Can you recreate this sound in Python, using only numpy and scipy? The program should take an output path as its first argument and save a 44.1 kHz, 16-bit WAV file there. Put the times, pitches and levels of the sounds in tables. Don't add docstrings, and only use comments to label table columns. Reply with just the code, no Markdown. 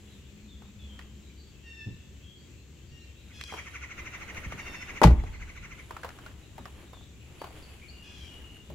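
import sys
import numpy as np
from scipy import signal
from scipy.fft import irfft
from scipy.io import wavfile
from scipy.ndimage import map_coordinates

SR = 44100
rng = np.random.default_rng(int(sys.argv[2]) if len(sys.argv) > 2 else 0)


def int16_out(signal):
    q = np.round(np.clip(np.atleast_2d(signal).T, -1, 1) * 32767)
    wavfile.write(sys.argv[1], SR, q.astype(np.int16))


N = 385434
TIME = np.arange(N) / SR


def undb(db):
    return 10 ** (np.asarray(db) / 20)


def unit(x):
    return x / np.sqrt(np.mean(x ** 2))


def colour(points, hz):
    point_hz, point_db = np.transpose(points)
    return undb(np.interp(np.log(hz + 1), np.log(point_hz), point_db))


def noise(points, size, width_hz=1700):
    hz = np.fft.rfftfreq(size, 1 / SR)
    mid, side = np.exp(2j * np.pi * rng.random((2, len(hz))))
    side = side * 0.89 * (hz / (hz + width_hz)) ** 0.48
    left_right = np.array([mid + side, mid - side])
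    return unit(irfft(left_right * colour(points, hz), size))


def walk(rate, size):
    steps = np.arange(size) * rate / SR
    points = rng.standard_normal(int(steps[-1]) + 2)
    return map_coordinates(points, [steps], order=2, mode="nearest")


def fade(t, t60):
    return np.exp(-np.log(1000) * t / t60)


def pan(x, left_db):
    return x * undb(np.array([[left_db], [-left_db]]) / 2)


def add(out, start, x):
    i = min(max(int(start * SR), 0), N)
    out[..., i:i + x.shape[-1]] += x[..., :N - i]


def echo(x, t60, delay, points):
    t = TIME[:SR]
    build_up = 1 - np.exp(-t / delay)
    response = noise(points, size=SR, width_hz=90) * fade(t, t60) * build_up
    return signal.fftconvolve(np.atleast_2d(x), unit(response) / np.sqrt(SR), axes=1)[:, :N]


# start_s [s], panel_ring_db [dB],
# push_hz [Hz] (pitch that the blow excites most), clack_db [dB], steel_snap_db [dB]
DOOR_BLOWS = [(5.0163, -21, 632, -10, -29), (5.0257, -47, 600, -17, -45.5), (5.0328, -39, 1100, -15, -17),
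              (5.0363, -32.5, 907, -13.5, -13.5), (5.0397, -23.5, 495, -7.5, -19),
              (5.0500, -24.5, 249, -29, -36), (5.0720, -30.5, 330, -19, -34), (5.1060, -32, 260, -33, -41),
              (5.2370, -58, 450, -36.5, -48)]
# pitch_hz [Hz], level_db [dB], t60_s [s]
PANEL_MODES = [(216, -5.5, 0.36), (249.9, 2.5, 0.46), (300.5, -7.5, 0.28), (337.3, -4.5, 0.49),
               (427, -0.5, 0.25), (470, -3, 0.12), (604, -9, 0.23), (638, -11, 0.067), (783, -8, .17),
               (833, 0, 0.17), (864, -9, 0.13), (1000, -14, 0.086), (990, -15.5, 0.14), (1080, -12, 0.06),
               (1230, -15, .17), (1480, -2, 0.14), (1953, 1.5, .16), (2420, -1, 0.15)]
# pitch_hz [Hz], level_db [dB per Hz]
CLACK_COLOUR = [(100, -19), (250, -1), (480, 0.5), (750, 2), (1000, 0.5), (1400, -10), (1700, -20),
                (3000, -33), (7000, -36), (15000, -46.5)]
# pitch_hz [Hz], level_db [dB per Hz]
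SNAP_COLOUR = [(500, -16), (1400, 0), (2500, 1), (4600, -5), (6500, -9.5), (9000, -17), (14500, -21),
               (16000, -42.5)]


def door():
    out, t = np.zeros((2, N)), TIME[:SR // 2]
    hz, mode_db, t60 = np.transpose(PANEL_MODES)[:, :, None]
    signs = (-1) ** np.arange(len(PANEL_MODES))[:, None]
    modes = signs * undb(mode_db) * fade(t, t60) * np.sin(2 * np.pi * hz * t)
    for start, ring_db, push_hz, clack_db, snap_db in DOOR_BLOWS:
        reach = 1 / np.sqrt(1 + (0.82 * (hz / push_hz - push_hz / hz)) ** 2)
        ring = (reach * modes).sum(axis=0) * (1 - np.exp(-t * push_hz / 0.28))
        clack = noise(CLACK_COLOUR, size=len(t)) * (fade(t, 0.024) + undb(-18) * fade(t, 0.24))
        snap = noise(SNAP_COLOUR, size=len(t)) * (fade(t, 0.012) + undb(-13.0) * fade(t, 0.15))
        contact = pan(undb(clack_db) * clack, 4.1) + pan(undb(snap_db) * snap, 4.5)
        contact = contact * (1 - np.exp(-t / 0.00064))
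        left_right = np.array([ring, np.interp(t - .00015, t, ring)])
        add(out, start, pan(undb(ring_db) * left_right, 2.7) + contact)
    reflections = echo(out, 1.0, 0.022, [(60, -2.5), (300, -8.0), (1200, -3.5), (6000, -18.0)])
    return out + undb(-35.0) * reflections


BOOM_S, BOOM_DB, BOOM_HZ, BOOM_CLIMB_HZ_PER_S = 5.033, -8.5, 52.9, 100
BOOM_ATTACK_S, BOOM_HOLD_S, BOOM_SAG_DB_PER_S, BOOM_RELEASE_T60_S = .027, 0.1064, 24, .05
AFTER_RING_DB, AFTER_RING_T60_S = -18, 0.91


def boom_shape(t):
    since_hold = np.maximum(t - BOOM_HOLD_S, 0)
    attack = np.minimum(t / BOOM_ATTACK_S, 1) ** 3
    held = undb(-BOOM_SAG_DB_PER_S * t) * fade(since_hold, BOOM_RELEASE_T60_S)
    after_ring = undb(AFTER_RING_DB) * fade(since_hold, AFTER_RING_T60_S)
    return attack * np.maximum(held, after_ring)


SEAL_S = 5.044
# pitch_hz [Hz], level_db [dB], t60_s [s], rise_s [s]
DOOR_SKIN = [(120.4, -4.5, 0.2, 0.012), (172, -3.5, 0.152, 0.0063)]


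def cabin():
    out, t = np.zeros((2, N)), TIME[:SR]
    climb_hz = BOOM_CLIMB_HZ_PER_S * np.minimum(t, BOOM_HOLD_S)
    hz = BOOM_HZ + climb_hz * fade(np.maximum(t - BOOM_HOLD_S, 0), 0.45)
    boom = boom_shape(t) * np.sin(2 * np.pi * np.cumsum(hz) / SR)
    add(out, BOOM_S, undb(BOOM_DB) * boom)
    rumble_colour = [(15, -11.5), (35, 4.5), (60, 3.0), (100, -5), (400, -37), (1500, -90.5)]
    rumble = noise(rumble_colour, size=SR, width_hz=600)
    add(out, SEAL_S, undb(-25) * rumble * fade(t, 1.31) * (1 - np.exp(-t / .01)))
    for skin_hz, skin_db, t60, rise in DOOR_SKIN:
        swing = np.sin(2 * np.pi * skin_hz * t) * fade(t, t60) * (1 - np.exp(-(t / rise) ** 2))
        add(out, SEAL_S, pan(undb(skin_db) * swing, 1.0))
    return out


def scuff(hz, length):
    t = TIME[:SR // 4]
    grit_colour = [(hz / 4, -22), (hz * 0.33, -5), (hz, 0), (hz * 2.12, -15), (hz * 8, -32)]
    grit = noise(grit_colour, size=len(t))
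    press = (1 - np.exp(-t / 0.00022)) * (np.exp(-t / length) + undb(-10.5) * fade(t, 0.19))
    knock = np.sin(2 * np.pi * hz * t) * t / length * np.exp(1 - 2 * t / length)
    return pan(grit * press + undb(2.0) * knock, 0.78)


SCUFF_S = 0.0049
GRAIN_DELAY_S, GRAIN_DB = .04, -11
# start_s [s], level_db [dB], pitch_hz [Hz] (centre)
SOLE_SCUFFS = [(.621, -49.5, 1060), (0.991, -42.5, 1870), (3.524, -39, 776), (3.539, -34.5, 970),
               (4.522, -38.5, 1130), (5.908, -36.5, 1045), (5.966, -39, 1330), (6.033, -36, 1410),
               (6.046, -32.5, 1000), (6.089, -45, 1440), (6.187, -44.5, 1400), (6.262, -40.5, 1370),
               (6.58, -39, 900), (6.656, -40.5, 1170), (6.931, -45, 1030), (7.416, -35.5, 930),
               (7.442, -36, 1024), (8.701, -42.5, 605)]
# start_s [s], level_db [dB]
SHARP_TICKS = [(.993, -52), (3.412, -30.5), (3.438, -31.5), (4.347, -41), (6.091, -38.5), (6.265, -50),
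               (6.655, -39.5)]
# start_s [s], level_db [dB], pitch_hz [Hz] (centre)
SOFT_THUDS = [(1.861, -33.5, 104), (1.904, -38, 81.5), (2.908, -46.5, 70), (4.46, -32.5, 60),
              (4.53, -41, 129), (5.61, -40, 56.5), (6.589, -42, 129), (8.69, -41.5, 134)]


def shoes():
    out, t = np.zeros((2, N)), TIME[:SR // 4]
    for start, db, hz in SOLE_SCUFFS:
        add(out, start, undb(db) * scuff(hz, SCUFF_S))
        for wait, pitch in rng.random((2, 2)):
            grain = scuff(hz * 2 ** (pitch - .5), SCUFF_S / 2)
            add(out, start + 2 * GRAIN_DELAY_S * wait, undb(db + GRAIN_DB) * grain)
    for start, db in SHARP_TICKS:
        tick = noise(SNAP_COLOUR, size=len(t)) * fade(t, 0.014) * (1 - np.exp(-t / 0.00013))
        add(out, start, undb(db) * tick)
    for start, db, hz in SOFT_THUDS:
        thud_colour = [(hz / 3, -14), (hz, 0), (hz * 3, -13), (hz * 6, -36), (hz * 40, -70)]
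        thud = noise(thud_colour, size=len(t)) * fade(t, 0.3) * (1 - np.exp(-t / 0.0057))
        add(out, start, undb(db) * thud)
    return out


def syrinx(hz, throat, rough, flutter_hz, count):
    unsteady_hz = hz * (1 + rough * walk(flutter_hz, len(hz)))
    phase = 2 * np.pi * np.cumsum(unsteady_hz) / SR
    return sum(colour(throat, k * hz) * np.sin(k * phase) for k in range(1, count + 1))


TRILL_S, TRILL_PERIOD_S, RUN_UP_S, RUN_UP_NOTES, TRILL_COUNT = 3.3165, .0748, .0885, 3.43, 33
NOTE_LOW_HZ, NOTE_TOP_HZ, ARCH_LEAD_S, ARCH_WIDTH_S = 949, 1476, .017, .015
NOTE_ATTACK_S, NOTE_RELEASE_S, NOTE_SCATTER_DB = .024, 0.016, 1.06
# time_s [s], level_db [dB]
TRILL_LOUDNESS = [(3.33, -52), (3.6, -36.5), (5.0, -35), (5.15, -47.5), (5.58, -41), (5.8, -42.5)]
# pitch_hz [Hz], level_db [dB]
TRILLER_THROAT = [(900, -19.5), (1500, -8.5), (1750, -7.5), (2150, -1), (2800, -11), (3400, -26.5),
                  (4900, -29.5), (6500, -16), (8000, -48.5)]


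def trill():
    out, k = np.zeros((2, N)), np.arange(TRILL_COUNT)
    peaks = TRILL_S + TRILL_PERIOD_S * k + RUN_UP_S * (1 - np.exp(-k / RUN_UP_NOTES))
    t = np.arange(-SR // 20, SR // 20) / SR
    bend = np.exp(-((t + ARCH_LEAD_S) / ARCH_WIDTH_S) ** 2)
    arch = NOTE_LOW_HZ + (NOTE_TOP_HZ - NOTE_LOW_HZ) * bend
    swell = np.exp(-(t / np.where(t < 0, NOTE_ATTACK_S, NOTE_RELEASE_S)) ** 2)
    for peak in peaks:
        pitch = arch * (1 + .035 * walk(60, len(t)))
        tone = syrinx(pitch, TRILLER_THROAT, rough=.034, flutter_hz=700, count=7)
        left_right = np.array([tone, np.interp(t - .00009, t, tone)])
        rasp = undb(-8.5) * noise(TRILLER_THROAT, size=len(t))
        db = np.interp(peak, *np.transpose(TRILL_LOUDNESS)) + NOTE_SCATTER_DB * rng.standard_normal()
        add(out, peak + t[0], (left_right + rasp) * swell * undb(db))
    return out + undb(-7) * echo(out, .3, .006, [(1000, 0), (8000, -2)])


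# pitch_hz [Hz], level_db [dB]
CALLER_THROAT = [(900, -43), (1800, -14), (2750, -5), (3300, -5), (3700, -16.5), (4500, -22), (5300, -14),
                 (6500, -24), (11000, -46)]
# start_s [s], length_s [s], first_hz [Hz], last_hz [Hz], level_db [dB],
# roughness [share of the pitch], brightness [dB per octave]
HARSH_CALLS = [(1.621, 0.26, 930.3, 868, -46, 0.009, -5.5), (2.885, 0.22, 944, 906, -57, 0.0055, -0.5),
               (3.318, 0.28, 853, 776, -48, 0.019, 5), (4.56, 0.3, 929, 877.5, -45.5, .005, -1),
               (8.003, .31, 856, 780, -50, 0.033, 3)]
# start_s [s], length_s [s], first_hz [Hz], last_hz [Hz], level_db [dB]
FAR_WHISTLES = [(0.472, 0.095, 3750, 3300, -57.5), (.78, 0.093, 3540, 3290, -57),
                (.87, .12, 3196, 3140, -56), (1.362, .099, 4630, 4480, -62),
                (2.215, .14, 3260, 3260, -56.5), (6.922, 0.096, 3720, 3370, -58.5),
                (7.392, 0.035, 4330, 4700, -56), (7.62, .035, 4800, 4300, -56),
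                (7.811, .04, 2224, 2460, -50.5), (7.878, .037, 4270, 4670, -52),
                (7.882, 0.27, 2874, 2810, -56), (8.169, 0.13, 3280, 3060, -55),
                (8.198, .47, 2915, 2830, -56.5)]


def far_birds():
    out = np.zeros(N)
    for start, length, first_hz, last_hz, db, rough, bright in HARSH_CALLS:
        progress = np.linspace(0, 1, int(length * SR))
        throat = [(hz, gain + bright * np.log2(hz / 2800)) for hz, gain in CALLER_THROAT]
        pitch = first_hz + (last_hz - first_hz) * progress ** 1.1
        call = syrinx(pitch, throat, rough, flutter_hz=451.0, count=12)
        level = undb(db + 1.8 * walk(90, len(pitch)))
        add(out, start, level * call * signal.windows.tukey(len(pitch), .4))
    for start, length, first_hz, last_hz, db in FAR_WHISTLES:
        hz = np.linspace(first_hz, last_hz, int(length * SR))
        rough = 0.016 + 0.0008 / length
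        whistle = syrinx(hz, [(2000, 0), (5000, -0.52)], rough, flutter_hz=508, count=1)
        add(out, start, undb(db) * whistle * signal.windows.tukey(len(hz), .5))
    reflections = echo(out, 0.64, 0.003, [(1000, -0.43), (8000, -1.5)])
    return pan(out + undb(1) * reflections, 2.7)


def chorus():
    out = np.zeros(N)
    for when, pitch, slur, size in rng.random((170, 4)):
        glide = 1 + np.linspace(0, .3, SR // 16) * (slur - .5)
        hz = (2500 + 1900 * pitch ** 2) * glide
        chirp = syrinx(hz, [(2000, 0), (5000, -0.5)], rough=0.036, flutter_hz=496, count=1)
        add(out, when * N / SR, undb(-64.5 + 7 * size) * chirp * np.hanning(len(hz)))
    return echo(out, 0.4, 0.022, [(1000, 0.0), (8000, 0)])


# peak_s [s], half_length_s [s],
# rub_db [dB] (low), rustle_db [dB] (fine)
CLOTH_SWISHES = [(0.046, 0.21, -76, -66.5), (1.0, 0.2, -61.5, -78), (3.55, 0.27, -69, -58.5),
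                 (4.157, 0.28, -51.5, -80), (4.57, 0.58, -49, -59), (5.295, 0.6, -60.5, -66.5),
                 (6.048, 0.4, -53.5, -60), (6.75, 0.26, -55, -60.5), (7.573, 0.3, -53.5, -57.5),
                 (8.31, 0.54, -57, -61.5)]
# pitch_hz [Hz], level_db [dB per Hz]
RUB_COLOUR = [(50, 3), (130, -4), (320, -4.5), (600, -12), (1200, -14), (2500, -20), (6000, -37)]
# pitch_hz [Hz], level_db [dB per Hz]
RUSTLE_COLOUR = [(500, 4), (1200, -3), (3000, 4), (6000, -20), (11000, -6), (15000, -29)]


def clothes():
    peak, half, rub_db, rustle_db = np.transpose(CLOTH_SWISHES)[:, :, None]
    swish = np.exp(-((TIME - peak) / half) ** 2)
    rubbing = np.sqrt(((undb(rub_db) * swish) ** 2).sum(axis=0))
    rustling = np.sqrt(((undb(rustle_db) * swish) ** 2).sum(axis=0))
    rub = noise(RUB_COLOUR, size=N) * rubbing * undb(2.4 * walk(14, N))
    crackle_db = 2 * walk(25, N) + 3.1 * walk(400, N)
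    rustle = noise(RUSTLE_COLOUR, size=N) * rustling * undb(crackle_db)
    return rub + rustle


# pitch_hz [Hz], level_db [dB per Hz]
AIR_COLOUR = [(20, -26), (45, -7), (70, 2.5), (120, -4), (200, -11), (380, -15), (700, -31), (1300, -32.5),
              (2800, -27.5), (4200, -32.5), (5200, -37), (7500, -29), (9000, -49), (15000, -47)]
# time_s [s], level_db [dB]
DRONE_LEVEL = [(0, -59), (.95, -52.5), (1.5, -61), (3.5, -70.5)]
AIR_DB, HUM_HZ, HUM_DB, DRONE_HZ = -51, 67.7, -54, 207.3
WHINE_HZ, WHINE_PULSE_HZ, WHINE_DB = 11908, 60, -75.5


def outdoors():
    air = noise(AIR_COLOUR, size=N) * undb(AIR_DB + .5 * walk(11.0, N))
    hum = np.sin(2 * np.pi * np.cumsum(HUM_HZ + 2 * walk(25, N)) / SR)
    hum = hum * undb(HUM_DB + 5.6 * walk(18, N))
    drone = np.sin(2 * np.pi * np.cumsum(DRONE_HZ + 7 * walk(40, N)) / SR)
    drone = drone * undb(np.interp(TIME, *np.transpose(DRONE_LEVEL)) + 3.5 * walk(29, N))
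    pulses = np.sin(np.pi * WHINE_PULSE_HZ * TIME) ** 2
    whine = np.sin(2 * np.pi * WHINE_HZ * TIME) * pulses * undb(WHINE_DB)
    return pan(air, 3.4) + hum + drone + whine


def scene():
    return door() + cabin() + shoes() + trill() + far_birds() + chorus() + clothes() + outdoors()


TOP_HZ = 15700


def record(dry):
    rounded = dry / (1 + dry ** 6) ** (1 / 6)
    low_pass = signal.ellip(8, .2, 70, TOP_HZ, fs=SR, output="sos")
    return signal.sosfilt(low_pass, rounded)


dry = scene()
out = record(dry)
int16_out(out)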